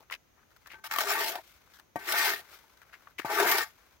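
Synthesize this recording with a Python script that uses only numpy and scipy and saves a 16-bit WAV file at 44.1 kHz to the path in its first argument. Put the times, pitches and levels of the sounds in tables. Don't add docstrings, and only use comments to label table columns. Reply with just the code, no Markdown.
import sys
import numpy as np
from scipy import signal
from scipy.fft import rfft, irfft
from scipy.io import wavfile
from scipy.ndimage import uniform_filter1d

SR = 44100
rng = np.random.default_rng(int(sys.argv[2]) if len(sys.argv) > 2 else 0)


def generate_wav(sig):
    pcm = np.round(np.clip(np.atleast_2d(sig).T, -1, 1) * 32767).astype(np.int16)
    wavfile.write(sys.argv[1], SR, pcm)


N = 176400
T = np.arange(N) / SR
F = np.maximum(np.arange(N // 2 + 1) * SR / N, 1)

# time in seconds, level of the blade's upper ring in dB.
STROKES = [
    [(0.836, -67), (0.843, -41.5), (0.872, -44.5), (0.885, -61), (0.907, -52), (0.911, -42.5), (0.978, -42),
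     (1.015, -31.5), (1.04, -40.5), (1.11, -31), (1.18, -33.5), (1.21, -32), (1.29, -38), (1.335, -45),
     (1.39, -47.5), (1.42, -74)],
    [(1.99, -50.5), (2.05, -47.5), (2.08, -34.5), (2.14, -29.5), (2.24, -29.5), (2.29, -29), (2.32, -35.5),
     (2.36, -44.5), (2.405, -50), (2.43, -68)],
    [(3.251, -42.5), (3.285, -41.5), (3.315, -33), (3.37, -32.5), (3.41, -28.5), (3.46, -28.5), (3.55, -29),
     (3.63, -33.5), (3.65, -49), (3.69, -58), (3.74, -74)],
]
# left over right in dB, one value per stroke.
STROKE_PANS = [3, 3, 3]
# time in seconds, then the low ring, the middle
# ring and the grit hiss in dB relative to the upper ring, then how far the higher modes outweigh the
# lower ones inside the middle ring in dB, and the same inside the upper ring in dB.
LOADING = [
    [(0.93, -34, -8, -0.3, 2.5, 0.5), (1.05, -11.5, -5.5, 0.9, -3, -5), (1.2, -15, -8.5, -1.5, 6.5, 7),
     (1.32, -10.5, -2, 4, -9, -1.5), (1.4, -14, 8, -9, -7, 8)],
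    [(2.03, -9, -2.5, -4, 3, 7), (2.12, -19, -14, 0, 1, -0.5), (2.25, -17, -6, -2, 5.5, 3),
     (2.4, -12.5, -8.5, 2, -4, 1)],
    [(3.27, -10.5, 3, -3.5, 3.5, 0), (3.4, -7, -3, -3.5, -1, -3), (3.55, -9.5, -5, -1, 4.5, 2),
     (3.66, -24, -7, -1.5, 2, -2)],
]
# time in seconds, size of the added burst in dB over the stroke's level.
SNAGS = [(0.912, 12), (0.92, 5), (0.937, 7), (0.961, 7), (0.985, 14), (1.007, -2), (1.153, 0), (1.355, 9),
         (2.336, 2), (3.4, 3.5), (3.583, 2)]
SNAG_DECAY_S = 0.0054

# pitch in Hz, relative level in dB,
# time to fade by 60 dB in seconds when the blade hangs free.
BLADE_MODES = [(375, -5.5, 0.14), (397.7, -4, 0.21), (476, -12.5, 0.19), (653, 2.5, 0.037),
               (718, 1.5, 0.058), (879, 0, 0.089), (896.4, -1.5, 0.11), (1154, 9, 0.13), (1547, 6.5, 0.22),
               (1803, 4.5, 0.13), (1868, 6.5, 0.12), (2072, 1, 0.24), (2260, 4, 0.081)]
SOIL_DAMPING = 1.7
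LOW_TOP_HZ, MIDDLE_TOP_HZ = 550, 1050
MIDDLE_SPLIT_HZ, UPPER_SPLIT_HZ = 790, 1700
MODE_FLICKER_DB = 7
RUMBLE_DB = 1.5
SCRAPE_LOW_HZ = 215
# frequency in Hz, relative level in dB.
EDGE_COLOUR = [(130, -32.5), (250, -14.5), (400, 9), (540, -25), (850, -4), (1100, -16.5), (1600, -7),
               (2800, -17.5)]
# frequency in Hz, relative level in dB.
GRIT_COLOUR = [(2000, -6.5), (2750, -9.5), (3300, -8), (5500, -10.5), (8000, -17), (10300, -16.5),
               (14000, -10), (16000, -14)]

# time in seconds, level in dB, time for the push to peak in seconds,
# damping that divides the fade times (0.3 at least), pitch in Hz of the modes the struck spot favours.
KNOCKS = [(0.737, -46.5, 0.00013, 0.39, 920), (0.741, -53, 0.000091, 1.2, 1535),
          (1.958, -24, 0.00013, 1.37, 772), (2.639, -58.5, 0.00011, 1.7, 914),
          (3.2475, -28, 0.00011, 2.9, 873)]
FAVOUR_DB_PER_OCTAVE, FAVOUR_FLOOR_DB = -51.5, -20
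KNOCK_CLICK_DB = -20
THUD_S, THUD_DB, THUD_HZ, THUD_T60_S = 3.1945, -24, 400, 0.02
THUD_SAG = 18

# time in seconds, length in seconds, level in dB,
# centre of the band in Hz, treble relative to that level in dB.
CRUNCHES = [(.0, 0.029, -60, 740, -3), (.099, 0.0011, -32.5, 1690, -26), (0.108, 0.008, -40, 1380, -6.5),
            (0.117, 0.033, -35, 2330, -11), (0.357, 0.095, -66.5, 1310, -18), (0.5, 0.03, -66, 1520, -3),
            (0.561, 0.0079, -59, 1390, 0), (.655, 0.031, -52.5, 1620, -13),
            (0.669, 0.0058, -45.5, 1440, -1.5), (0.694, 0.06, -49.5, 2240, -12.5),
            (.719, 0.0037, -48.5, 2070, -1), (1.732, 0.047, -59.5, 1640, 3),
            (1.784, 0.018, -53.5, 1320, -0.5), (2.769, 0.0066, -59.5, 1530, 0.5),
            (2.894, 0.003, -53.5, 1600, -20), (2.814, 0.018, -53.5, 1640, -6.5),
            (2.925, 0.033, -49, 1960, -12), (3.068, 0.0064, -48, 1360, -24),
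            (3.181, 0.015, -34.5, 2400, -10), (3.197, 0.0023, -27, 1750, -9), (3.2, 0.039, -48, 1920, -7.5),
            (3.512, 0.0061, -38.5, 2540, 17)]
CRUNCH_WIDTH, CRUNCH_TAIL_S = 0.25, 0.0068
# time in seconds,
# level in dB, treble level in dB.
TRICKLE = [
    [(0.03, -67, -74), (0.2, -106, -94), (0.62, -76, -73), (0.8, -65, -69)],
    [(1.385, -65, -59.5), (1.5, -68.5, -59.5), (1.6, -73, -72), (1.7, -71, -68.5), (1.83, -78, -74),
     (1.93, -106, -103)],
    [(2.4, -66.5, -69), (2.55, -59, -54), (2.63, -70, -67.5), (2.87, -70.5, -71.5), (3.12, -67, -70),
     (3.16, -109, -96)],
    [(3.7, -80, -68), (3.8, -67.5, -69), (3.97, -74, -69.5)],
]
# frequency in Hz, relative level in dB.
TRICKLE_COLOUR = [(300, -1.5), (700, 1), (1500, 6), (2500, -5), (3500, -80)]

# frequency in Hz, relative level in dB.
HUSH_COLOUR = [(22, 1), (65, 10.5), (150, -0.5), (400, -2), (900, -6), (1700, -7.5), (5000, -16.5),
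               (8000, -25.5), (13000, -18.5), (16000, -15.5)]
HUSH_DB = -66.5
INSECT_HZ, INSECT_WIDTH_HZ, INSECT_DB = 6260, 1500, -78.5
INSECT_WAVER_DB = 1.5

# frequency in Hz, likeness from 0 to 1.
LIKENESS = [(60, 0.5), (300, 0.92), (800, 0.95), (1500, 1), (3000, 0), (15000, 0)]
# frequency in Hz, left over right in dB.
BALANCE = [(60, -1.7), (1200, 3), (2500, 1), (5000, -1.5), (14000, -2.5)]
LEFT_LAG_S = 0.00011
MIC_LOW_HZ, MIC_TOP_HZ = 48.7, 15850


def undb(db):
    return 10 ** (np.asarray(db) / 20)


def unit(x):
    return x / np.sqrt(np.mean(x ** 2))


def on_log(points, hz=F):
    p = np.array(points, float)
    return np.interp(np.log(hz), np.log(p[:, 0]), p[:, 1])


def keep_band(x, low_hz, high_hz):
    return irfft(rfft(x) * ((F >= low_hz) & (F < high_hz)), N)


def colour(x, points):
    inside = (F >= points[0][0]) & (F <= points[-1][0])
    gain = undb(on_log(points)) * inside
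    return irfft(rfft(x) * unit(gain), N)


def ring(x, hz, t60):
    pole = np.exp(2j * np.pi * hz / SR - np.log(1000) / (t60 * SR))
    return signal.lfilter([1], [1, -pole], x).imag


def walk(rate):
    held = int(SR / rate)
    levels = np.repeat(rng.standard_normal(N // held + 1), held)
    return 0.58 * uniform_filter1d(levels, held // 2 + 1)[:N]


def grains(rate, spread_db, tail_s, n=N):
    sizes = undb(spread_db * np.minimum(rng.exponential(size=n), 3))
    hits = (rng.random(n) < rate / SR) * sizes
    hits[0] += 1.5
    envelope = signal.lfilter([1], [1, -np.exp(-1 / (tail_s * SR))], hits)
    return unit(envelope * rng.standard_normal((2, n)))


def curve(table, column, outside_db=-120):
    p = np.array(table, float)
    return undb(np.interp(T, p[:, 0], p[:, column], left=outside_db, right=outside_db))


def lean(x, split_hz, tilt):
    below = irfft(rfft(x) * (F < split_hz), N)
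    return (below + tilt * (x - below)) / np.sqrt((1 + tilt ** 2) / 2)


def stereo(pair, pan_db, lag_s, likeness):
    a, b = rfft(pair)
    shared = np.clip(on_log(likeness), 0, 1)
    gain = undb((on_log(BALANCE) + pan_db) / 2)
    left = a * gain * np.exp(-2j * np.pi * F * lag_s)
    right = (shared * a + np.sqrt(1 - shared * shared) * b) / gain
    return irfft(np.array([left, right]), N)


def grit(clumps):
    return grains(rate=2900, spread_db=5, tail_s=0.0044) * clumps * undb(1.7 * walk(30))


def blade_group(x, low_hz, high_hz):
    rings = 0
    for k, (hz, db, t60) in enumerate(BLADE_MODES):
        if low_hz <= hz < high_hz:
            level = undb(db + MODE_FLICKER_DB * walk(19))
            mode = unit(ring(x, hz, t60 / SOIL_DAMPING))
            rings = rings + (-1) ** k * level * mode
    rumble = unit(keep_band(colour(x, EDGE_COLOUR), low_hz, high_hz))
    return unit(unit(rings) + undb(RUMBLE_DB) * rumble)


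def grit_hiss(x):
    fizz = colour(x, GRIT_COLOUR)
    edges = np.geomspace(1500, 17000, num=19)
    return unit(sum(undb(3.86 * walk(24.916)) * keep_band(fizz, a, b) for a, b in zip(edges, edges[1:])))


def scrape():
    clumps = undb(0.83 * walk(60))
    low = blade_group(grit(clumps), 0, LOW_TOP_HZ)
    middle = blade_group(grit(clumps), LOW_TOP_HZ, MIDDLE_TOP_HZ)
    upper = blade_group(grit(clumps), MIDDLE_TOP_HZ, SR)
    hiss = grit_hiss(grit(clumps))
    catch = 1
    for s, db in SNAGS:
        catch = catch + undb(db) * (T > s) * np.exp(-np.abs(T - s) / SNAG_DECAY_S)
    out = 0
    for stroke, load, pan_db in zip(STROKES, LOADING, STROKE_PANS):
        low_gain, middle_gain, hiss_gain, lean_middle, lean_upper = (curve(load, c, None) for c in range(1, 6))
        blade = low_gain * low
        blade = blade + middle_gain * lean(middle, MIDDLE_SPLIT_HZ, lean_middle)
        blade = blade + lean(upper, UPPER_SPLIT_HZ, lean_upper)
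        sound = curve(stroke, 1) * catch * (blade + hiss_gain * hiss)
        out = out + stereo(sound, pan_db, LEFT_LAG_S, LIKENESS)
    return signal.sosfilt(signal.butter(4, SCRAPE_LOW_HZ, "high", fs=SR, output="sos"), out)


def blade_knocks():
    out, u = np.zeros(N), np.arange(SR // 4) / SR
    for s, db, contact, damping, favoured in KNOCKS:
        push = u * np.exp(-u / contact)
        roughness = rng.standard_normal(len(u)) * np.exp(-u / 0.011)
        push = push / push.sum() + undb(-26.5) * roughness
        body = 0
        for hz, mode_db, t60 in BLADE_MODES:
            favour_db = max(FAVOUR_DB_PER_OCTAVE * abs(np.log2(hz / favoured)), FAVOUR_FLOOR_DB)
            body = body + undb(mode_db + favour_db) * ring(push, hz, t60 / max(damping, 0.3))
        fade = np.exp(-u / 0.012) + 0.079 * np.exp(-u / 0.021)
        click = undb(KNOCK_CLICK_DB) * rng.standard_normal(len(u)) * fade
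        i = int(s * SR)
        out[i:i + len(u)] += undb(db) * (body + click)
    return out


def thud():
    u = np.maximum(T - THUD_S, 0)
    tone = np.sin(2 * np.pi * THUD_HZ * u / (1 + THUD_SAG * u))
    return undb(THUD_DB) * tone * (1 - np.exp(-u / 0.002)) * 1000. ** (-u / THUD_T60_S)


def knocks():
    out = signal.sosfilt(signal.butter(2, 90, "high", fs=SR, output="sos"), blade_knocks() + thud())
    return np.array([out, np.roll(out, 60)])


def crunches():
    body, top = np.zeros((2, 2, N))
    n = SR // 5
    u = np.arange(n) / SR
    for s, length, db, hz, treble_db in CRUNCHES:
        x = grains(rate=1800, spread_db=3, tail_s=0.0011, n=n)
        x = x / x[:, :int(length * SR) + 2].std()
        rise = np.minimum(u / (0.18 * length + 0.0015), 1)
        fall = np.exp(-0.6 * u / length - np.maximum(u - length, 0) / CRUNCH_TAIL_S)
        x = x * rise * fall
        limits = [hz / (1 + CRUNCH_WIDTH), hz * (1 + CRUNCH_WIDTH)]
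        band = signal.butter(1, limits, "band", fs=SR, output="sos")
        band = np.vstack([band, signal.butter(4, 1.97 * hz, fs=SR, output="sos")])
        i = max(int(s * SR), 0)
        body[:, i:i + n] += undb(db) * signal.sosfilt(band, x) * np.sqrt(SR / hz)
        top[:, i:i + n] += undb(db + treble_db) * x
    return body + colour(top, GRIT_COLOUR)


def trickle():
    crumbs = grains(rate=1500, spread_db=4, tail_s=0.005) * undb(1.5 * walk(27))
    ticks = undb(-7) * grains(rate=35, spread_db=3, tail_s=0.0015)
    lower = colour(crumbs + ticks, TRICKLE_COLOUR)
    treble = colour(crumbs, GRIT_COLOUR)
    return sum(curve(s, 1) * lower + curve(s, 2) * treble for s in TRICKLE)


def hush():
    air = undb(HUSH_DB + 0.5 * walk(6.1)) * colour(rng.standard_normal((2, N)), HUSH_COLOUR)
    band = [(INSECT_HZ - INSECT_WIDTH_HZ, -20), (INSECT_HZ, 0), (INSECT_HZ + INSECT_WIDTH_HZ, -20)]
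    insects = colour(rng.standard_normal((2, N)), band)
    return air + undb(INSECT_DB + INSECT_WAVER_DB * walk(31)) * insects


def scene():
    hush_likeness = [(40, 0.78), (300, 0.22), (2000, 0.083), (15000, 0.12)]  # (Hz, 0 to 1)
    out = scrape()
    out = out + stereo(knocks(), 3.8, LEFT_LAG_S, LIKENESS)
    out = out + stereo(crunches() + trickle(), 5.3, 0.00006, LIKENESS)
    return out + stereo(hush(), 0.97, 0.00001, hush_likeness)


def record(dry):
    thin = signal.sosfilt(signal.butter(2, MIC_LOW_HZ, "high", fs=SR, output="sos"), dry)
    return signal.sosfilt(signal.ellip(10, 0.2, 75, MIC_TOP_HZ, fs=SR, output="sos"), thin)


dry = scene()
out = record(dry)
generate_wav(out)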